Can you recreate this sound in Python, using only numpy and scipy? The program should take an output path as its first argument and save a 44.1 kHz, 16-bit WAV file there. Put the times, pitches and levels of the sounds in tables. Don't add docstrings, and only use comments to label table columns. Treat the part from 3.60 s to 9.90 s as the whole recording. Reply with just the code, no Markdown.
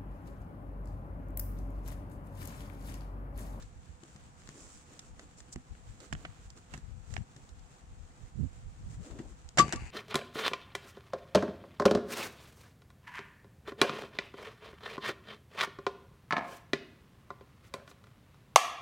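import sys
import numpy as np
from scipy import signal
from scipy.io import wavfile
from scipy.ndimage import uniform_filter1d

SR = 44100
rng = np.random.default_rng(int(sys.argv[2]) if len(sys.argv) > 2 else 0)


def attenuation_scalar(level_db):
    decades = np.asarray(level_db, float) / 20
    return 10 ** decades


def dump(signal):
    limited = np.clip(np.atleast_2d(signal).T, -1, 1)
    pcm = np.round(limited * 32767).astype(np.int16)
    wavfile.write(sys.argv[1], SR, pcm)


N = 277995
MAX_PORT_LAG_SAMPLES = 17


def read(points, hz):
    f, value = np.transpose(points)
    return np.interp(np.log(hz + 1), np.log(f + 1), value)


def sides(pan_db):
    gains = attenuation_scalar(np.multiply.outer([0.5, -0.5], pan_db))
    return gains * np.sqrt(2 / (gains ** 2).sum(0))


def add(mix, s, sound):
    part = mix[:, round(s * SR):][:, :sound.shape[1]]
    part += sound[:, :part.shape[1]]


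def swell(t, centre_s, half_s):
    return np.exp(-((t - centre_s) / half_s) ** 2)


def wander(size):
    x = uniform_filter1d(rng.standard_normal(N), size=size)
    x = uniform_filter1d(x, size=size)
    return x / x.std()


def noise(colour_db, same, band_hz, patchy_db, size):
    hop = size // 4
    frames = N // hop + 5
    hz = np.fft.rfftfreq(size, 1 / SR)[:, None]
    a, b, c, d, patches = rng.standard_normal((frames, len(hz), 5)).T
    patches = uniform_filter1d(patches, size=size // 64, axis=0)
    patches = uniform_filter1d(patches, size=8, axis=1)
    shape = attenuation_scalar(colour_db(hz, np.arange(frames) * hop / SR) + np.zeros(frames))
    in_band = (hz > band_hz[0]) & (hz < band_hz[1])
    shape = shape / np.sqrt((shape ** 2 * in_band).sum(0))
    shape = shape * attenuation_scalar(patchy_db * patches / patches.std())
    likeness = np.clip(same(hz), -1, 1)
    left = a + 1j * b
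    right = likeness * left + np.sqrt(1 - likeness ** 2) * (c + 1j * d)
    z = np.array([left, right]) * shape
    return signal.istft(z, nperseg=size, noverlap=size - hop)[1][:, :N] * np.sqrt(3 / 2)


def causal(points, size=1024):
    log_gain = np.log(attenuation_scalar(read(points, abs(np.fft.fftfreq(size, 1 / SR)))))
    return np.fft.ifft(np.exp(np.conj(signal.hilbert(log_gain)))).real[:size // 2]


def body(modes, t, spot_hz, reach_db):
    hz, width_hz, db = np.transpose(modes)[:, :, None]
    db = db - reach_db * abs(np.log2(hz / spot_hz))
    return (attenuation_scalar(db) * np.exp(-np.pi * width_hz * t) * np.sin(2 * np.pi * hz * t)).sum(0)


# (t/s, treble level/dB, strip level/dB, rattle t60/s, left-right/dB)
CLIP_TICKS = [(0.0231, -44, -59, 0.049, -1.5), (.4355, -41.5, -57, 0.014, 5.5), (0.561, -47, -61, 0.029, 4),
              (0.8192, -52, -64, 0.013, -1), (0.8744, -39.5, -59, 0.011, 1.5),
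              (0.8901, -35.5, -52.5, .011, 3.5), (1.393, -33, -60.5, 0.019, -2),
              (1.5944, -40, -52, 0.024, -3.5), (1.804, -40, -58, 0.018, 2.5),
              (1.935, -47.5, -70, 0.018, 11), (1.9595, -38.5, -52, 0.0092, -3),
              (2.1516, -59, -62.5, .015, 7), (2.4032, -41, -57, 0.031, -5),
              (2.527, -29, -37.5, 0.017, -8.5), (2.5346, -37, -69, 0.017, -6.5),
              (2.551, -47, -49.5, 0.01, -6.5), (2.6505, -74, -43, 0.031, -4),
              (2.903, -40.5, -64, 0.018, -5), (2.9751, -49, -69, 0.034, 1.5),
              (3.138, -37, -43.5, 0.044, -7), (3.177, -41.5, -58.5, 0.017, 3),
              (3.5394, -33.5, -50.5, 0.018, -13), (3.5661, -62, -39, 0.011, -12),
              (3.5768, -45.5, -53.5, 0.026, 8), (3.7638, -44.5, -60.5, 0.024, 3.5),
              (3.891, -49, -70, 0.03, -.5), (3.993, -50.5, -68, 0.03, 7), (5.5888, -45, -53, 0.063, 1),
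              (5.8898, -38.5, -64, 0.014, 3), (5.974, -23, -33.5, 0.068, -1),
              (5.9831, -43, -26.5, 0.029, 3.5), (5.9862, -12.5, -22.5, 0.032, -4),
              (5.9921, -11, -61, 0.016, 5.5), (5.9954, -18, -26.5, 0.058, 4),
              (6.0045, -22.5, -58, 0.07, -1.5), (6.0266, -33, -46.5, .018, 5), (6.0806, -37, -49, 0.02, 7),
              (6.0924, -35, -48, 0.021, 7), (6.125, -19, -37, 0.011, -0.5),
              (6.1302, -27.5, -34.5, 0.05, 4.5), (6.1361, -34, -44, .029, -8),
              (6.1597, -34.5, -54, .03, -2.5)]
# (f/Hz, relative level/dB)
TICK_TREBLE = [(1200, -31), (2400, 0), (3600, 1.5), (5000, 1.5), (6400, 0), (7300, 4), (8300, -6),
               (9200, -11), (10200, -25.5), (13000, -24.5), (15500, -32), (17000, -48)]
# (f/Hz, width/Hz, relative level/dB)
STRIP_MODES = [(750, 210, 25), (1420, 580, 14), (1850, 720, 31), (2740, 500, 26.5), (4470, 490, 9.5)]
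SPOT_HZ, SPOT_OCT_PER_DB, BRIGHT_DB = 1840, 0.9, 14.5


def ticks():
    out = np.zeros((2, N))
    t = np.arange(4000) / SR
    crack = causal(TICK_TREBLE)
    soft = signal.butter(2, (650, 7000), "band", fs=SR, output="sos")
    for s, treble_db, strip_db, t60_s, pan_db in CLIP_TICKS:
        spot_hz = SPOT_HZ * 2 ** (SPOT_OCT_PER_DB * max(treble_db - strip_db - BRIGHT_DB, 0))
        rattle = rng.standard_normal((3, len(t))) * attenuation_scalar(-60 * t / max(t60_s, 0.004))
        rattle *= np.minimum(t / 0.00071, 1)
        rattle = 0.7 * rattle[0] + 0.7 * rattle[1:]
        rattle[:, 0] -= 5.5
        treble = signal.fftconvolve(rattle, crack[None])[:, :len(t)]
        treble = treble / np.sqrt(2 * uniform_filter1d((treble ** 2).mean(0), size=40).max())
        strip = signal.fftconvolve(rattle, body(STRIP_MODES, t, spot_hz, reach_db=6)[None])[:, :len(t)]
        strip = signal.sosfilt(soft, strip)
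        strip /= strip[:, :SR // 60].std()
        sound = (attenuation_scalar(treble_db) * treble + attenuation_scalar(strip_db) * strip) * sides(pan_db)[:, None]
        late = round(np.clip(-2 * pan_db, -MAX_PORT_LAG_SAMPLES, MAX_PORT_LAG_SAMPLES))
        sound[0] = np.roll(sound[0], max(late, 0))
        sound[1] = np.roll(sound[1], max(-late, 0))
        add(out, s, sound)
    return out


def yard(x):
    taps = np.zeros((2, 8000))
    at = np.arange(100, 7960, 20) + rng.integers(0, 20, (2, 393))
    np.put_along_axis(taps, at, rng.choice([-1., 1.], at.shape), 1)
    taps *= attenuation_scalar(-60 * np.arange(8000) / SR / 0.23)
    return signal.fftconvolve(x, taps / np.linalg.norm(taps[0]), axes=1)[:, :N]


# (f/Hz, relative level/dB, t60/s)
CAVITY_MODES = [(1157, 0, .06), (1160, -22, .16), (721, -27, .12), (1552, -32, .1), (2321, -32, .12),
                (3500, -26, .025), (4618, -30, .14), (1232, -24, .06)]
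# (t/s, level/dB, time kept shaking/s, left-right/dB)
CAVITY_BLOWS = [(5.993, -10.5, 0.032, 7), (6.148, -44, 0.0062, 9), (6.168, -40, 0.0088, 9)]


def ring():
    out = np.zeros((2, N))
    t = np.arange(12000) / SR
    hz, mode_db, t60_s = np.transpose(CAVITY_MODES)[:, :, None]
    for s, db, shaken_s, pan_db in CAVITY_BLOWS:
        dying_s = np.hypot(t, shaken_s) - shaken_s
        tones = (attenuation_scalar(mode_db - 60 * dying_s / t60_s) * np.sin(2 * np.pi * hz * t)).sum(0)
        add(out, s, attenuation_scalar(db) * np.minimum(t / 0.0071, 1) * tones * sides(pan_db)[:, None])
    return out


# (t/s, peak level before panning/dB, pitch of the struck spot f/Hz)
DOOR_THUMPS = [(.432, -43.5, 318), (0.554, -44, 153), (0.889, -40, 156), (1.96, -32, 245),
               (2.527, -28.5, 132), (2.553, -39, 81), (2.647, -44, 307), (3.14, -33, 100),
               (3.177, -37, 145), (3.579, -30.5, 81), (3.763, -42.5, 135), (5.591, -33.5, 174),
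               (5.6, -31.5, 342), (5.973, -24.5, 700), (5.984, -24, 140), (5.991, -20.5, 191),
               (5.997, -18, 345), (6.025, -24.5, 132), (6.043, -24, 124), (6.082, -30, 127),
               (6.135, -25, 312), (6.221, -33.5, 81)]
# (f/Hz, width/Hz, relative level/dB)
DOOR_MODES = [(71, 22, -2), (147, 17, -1), (200.8, 21.5, 1.5), (246.5, 17.4, 0.5), (333.6, 44, 7.5),
              (707, 47, 2.5)]
PUSH_DECAY_S = 0.0011


def thumps():
    out = np.zeros((2, N))
    t = np.arange(8000) / SR
    for s, db, spot_hz in DOOR_THUMPS:
        shove = rng.standard_normal(len(t)) * np.exp(-t / PUSH_DECAY_S)
        shove[:40] += 2.5 * np.hanning(40)
        shove = np.convolve(shove, np.hanning(12))
        thump = signal.fftconvolve(body(DOOR_MODES, t, spot_hz, reach_db=14.5), shove)[:len(t)]
        add(out, s, attenuation_scalar(db) * thump / np.abs(thump).max() * sides(3.4)[:, None])
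    return out


# (centre t/s, half length/s, hiss level/dB, rasp level/dB, drag level/dB)
HAND_STROKES = [(0.012, 0.027, -66, -63, -68), (0.49, 0.08, -67, -68.5, -68.5), (0.628, .06, -70, -69, -73),
                (0.802, 0.031, -66, -68, -68), (0.9, 0.089, -65.5, -65.5, -68),
                (1.017, 0.08, -57.5, -65.5, -59), (1.14, 0.095, -59.5, -66.5, -79),
                (1.338, 0.073, -64.5, -66, -64), (1.467, 0.035, -64, -72, -66),
                (1.62, 0.043, -65.5, -67, -60), (1.788, .014, -57.5, -69, -65),
                (1.933, 0.0085, -45, -67, -70), (2.31, 0.068, -68.5, -68, -71),
                (2.441, 0.047, -61.5, -61, -59.5), (2.61, 0.059, -66, -64, -61.5),
                (2.744, 0.09, -71, -66.5, -68.5), (2.85, 0.044, -68, -69, -74),
                (2.978, 0.021, -64.5, -66, -61.5), (3.144, .045, -65, -60.5, -61),
                (3.535, 0.049, -61.5, -63.5, -63.5), (3.782, 0.027, -71, -72, -62.5),
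                (5.33, 0.04, -62.5, -66.5, -64.5), (5.456, 0.045, -60.5, -62.5, -57),
                (5.51, .015, -64.5, -61, -54), (5.574, 0.11, -68, -66.5, -55),
                (5.702, 0.051, -68, -71, -66), (6.038, 0.048, -64, -70, -45),
                (6.147, 0.043, -72, -64, -53.5), (6.248, 0.066, -67.5, -65, -65)]
# (t/s, left-right/dB)
HAND_PATH = [(0, 0), (.8, -0.5), (1.3, -3), (1.5, 4), (1.9, -1), (2.4, -6), (2.8, -4), (3.55, -8), (3.8, 0),
             (5.5, 2), (6.05, 0), (6.3, 12)]
# (f/Hz, relative level/dB)
HISS_COLOUR = [(1500, -25), (3500, -22.5), (5000, -11), (6300, -6.5), (7300, -2.5), (8300, -7.5),
               (9200, -16), (10500, -23), (12500, -43.5), (15500, -30)]
RASP_COLOUR = [(600, -17), (1200, 5.5), (1900, 0.5), (3200, -2), (4500, -4.5), (6000, -23)]
DRAG_COLOUR = [(120, -15), (250, 9), (450, 3.5), (800, -6.5), (1300, -17), (2500, -62)]
SCRAPE_SPECTRUM = [(530, -48), (900, 1), (1010, -27), (1290, -10), (2250, -4), (2850, -5), (3150, -35),
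                   (4590, -12.5), (5300, -25), (6870, -15.5), (9000, -24.5), (11700, -55), (19800, -120)]
STEADY_HISS_DB, STEADY_RASP_DB, STEADY_MURMUR_DB, DRIFT_DB = -71.5, -71.5, -72, 1.48
SCRAPE_S, SCRAPE_DB, ONSET_DB, ONSET_DECAY_S, SCRAPE_FADE_DB_PER_S = 6.01, -52, 7, 0.015, 17


def rubbing():
    t = np.arange(N) / SR
    drift = attenuation_scalar(DRIFT_DB * wander(size=1800)) ** 2 * np.ones((2, 1))
    hiss_power = attenuation_scalar(STEADY_HISS_DB) ** 2 * drift
    rasp_power = attenuation_scalar(STEADY_RASP_DB) ** 2 * drift
    low_power = attenuation_scalar(STEADY_MURMUR_DB) ** 2 * drift
    for s, half_s, hiss_db, rasp_db, drag_db in HAND_STROKES:
        shape = swell(t, s, half_s) ** 2
        place = sides(np.interp(s, *np.transpose(HAND_PATH)))[:, None] ** 2
        hiss_power += attenuation_scalar(hiss_db) ** 2 * shape * place
        rasp_power += attenuation_scalar(rasp_db) ** 2 * shape * place
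        low_power += attenuation_scalar(drag_db) ** 2 * shape
    grain = attenuation_scalar(1.5 * uniform_filter1d(rng.standard_normal(N), size=100) * 10)
    hiss = noise(lambda hz, s: read(HISS_COLOUR, hz), lambda hz: 0.028 + 0 * hz,
                 (5500, 9000), patchy_db=0.0, size=256)
    rasp = noise(lambda hz, s: read(RASP_COLOUR, hz), lambda hz: 0.033 + 0 * hz,
                 (1200, 4000), patchy_db=0.5, size=256)
    low = noise(lambda hz, s: read(DRAG_COLOUR, hz), lambda hz: 0.85 + 0 * hz,
                (250, 900), patchy_db=1.5, size=1024)
    scrape = noise(lambda hz, s: read(SCRAPE_SPECTRUM, hz), lambda hz: 0.5 + 0 * hz,
                   (1500, 3000), patchy_db=0.8, size=256)
    since_s = np.maximum(t - SCRAPE_S, 0)
    scrape_db = SCRAPE_DB + ONSET_DB * np.exp(-since_s / ONSET_DECAY_S) - SCRAPE_FADE_DB_PER_S * since_s
    scrape *= attenuation_scalar(scrape_db + 1.3 * wander(size=60)) * (since_s > 0) * sides(5.8)[:, None]
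    grainy = grain * (np.sqrt(hiss_power) * hiss + np.sqrt(rasp_power) * rasp + scrape)
    return grainy + np.sqrt(low_power) * low


# (centre t/s, half length/s, level/dB, left-right/dB)
LOW_BURSTS = [(0.023, 0.035, -43, 11), (0.164, 0.026, -44.5, -19), (0.291, 0.066, -44.5, -28),
              (0.885, 0.019, -65, -7), (1.534, 0.028, -47, 17), (1.654, 0.026, -52, -6),
              (1.972, 0.027, -45.5, -10), (2.122, 0.019, -43, 21), (2.295, 0.064, -44.5, 5.5),
              (2.533, 0.05, -41, 1), (2.702, 0.047, -44, 14), (2.84, 0.1, -59, 17), (3.138, 0.023, -46, 2),
              (3.272, 0.039, -41, 26), (3.365, 0.076, -43.5, 31), (3.511, 0.043, -42.5, 24),
              (3.582, 0.046, -37, 10), (4.013, 0.041, -51, 4), (4.385, 0.12, -52, 19),
              (4.627, 0.037, -43.5, -24), (4.797, 0.034, -31, -18), (4.843, 0.026, -31.5, -23),
              (5.025, 0.19, -44.5, -6), (5.199, 0.051, -43, 14), (5.294, 0.075, -42.5, -9),
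              (5.402, 0.04, -40.5, 16), (5.53, 0.023, -41.5, 19), (5.65, 0.099, -50, 11),
              (6.015, 0.033, -36, 2), (6.199, 0.064, -41.5, -2)]
# (f/Hz, relative level/dB)
BUFFET_COLOUR = [(20, -27), (32, -12), (45, 10), (65, 2.5), (110, -4), (200, -24), (400, -43.5), (800, -85)]
BREEZE_DB, LUMPS_DB = -58, 3


def wind_and_rumble():
    t = np.arange(N) / SR
    lumps = np.array([wander(size=2500), wander(size=2500)])
    power = attenuation_scalar(BREEZE_DB + LUMPS_DB * lumps) ** 2
    for s, half_s, db, pan_db in LOW_BURSTS:
        power += (attenuation_scalar(db) * swell(t, s, half_s) * sides(pan_db)[:, None]) ** 2

    def reach(s):
        level_db = 10 * np.log10(np.interp(s, t, power.mean(0)))
        return attenuation_scalar(0.46 * (level_db + 45))

    buffet = noise(lambda hz, s: read(BUFFET_COLOUR, hz / reach(s)), lambda hz: -0.1 + 0 * hz,
                   (25, 200), patchy_db=3.0, size=1024)
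    return buffet * np.sqrt(power)


# (f/Hz, relative level/dB)
AIR_COLOUR = [(35, -35), (60, -15.5), (115, 0), (206, -8.5), (238, -8.5), (322, -20.5), (397, -19),
              (456, -24), (501, -17.5), (550, -28), (711, -13.5), (3990, -35.5), (7490, -33.5),
              (11100, -48.5), (15800, -69)]
# (f/Hz, left-right correlation)
PORT_LIKENESS = [(60, 1), (150, 1), (400, 0.47), (1000, 0.5), (2400, 0.076), (6000, 0.14)]
# (start t/s, end t/s, f/Hz, mean level/dB)
HIGH_WHISTLE = (2.55, 3.14, 7214, -77)
AIR_DB, HUM_HZ, HUM_MEAN_DB = -66, 497, -72.5


def air():
    t = np.arange(N) / SR
    wash = noise(lambda hz, s: read(AIR_COLOUR, hz), lambda hz: read(PORT_LIKENESS, hz),
                 (300, 15000), patchy_db=1.05, size=1024)
    waver = uniform_filter1d(rng.standard_normal(N), 4000) * 60
    start_s, end_s, hz, db = HIGH_WHISTLE
    lasting = np.clip(np.minimum(t - start_s, end_s - t) / 0.12, 0, 1)
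    whistle = attenuation_scalar(db + 3.1 * waver[::-1]) * lasting * np.sin(2 * np.pi * hz * t)
    hum = attenuation_scalar(HUM_MEAN_DB + 1.4 * waver) * np.sin(2 * np.pi * HUM_HZ * t)
    return whistle + attenuation_scalar(AIR_DB) * wash + hum


def scene():
    hits, wash = ticks(), air()
    wash[0] = np.roll(wash[0], MAX_PORT_LAG_SAMPLES)
    return hits + attenuation_scalar(-19.5) * yard(hits) + thumps() + ring() + rubbing() + wash + wind_and_rumble()


def top_cut(x):
    return signal.sosfilt(signal.butter(12, 15800, fs=SR, output="sos"), x)


def record(dry):
    mix = signal.sosfilt(signal.butter(2, 36, "high", fs=SR, output="sos"), dry)
    return top_cut(mix)


dry = scene()
out = record(dry)
dump(out)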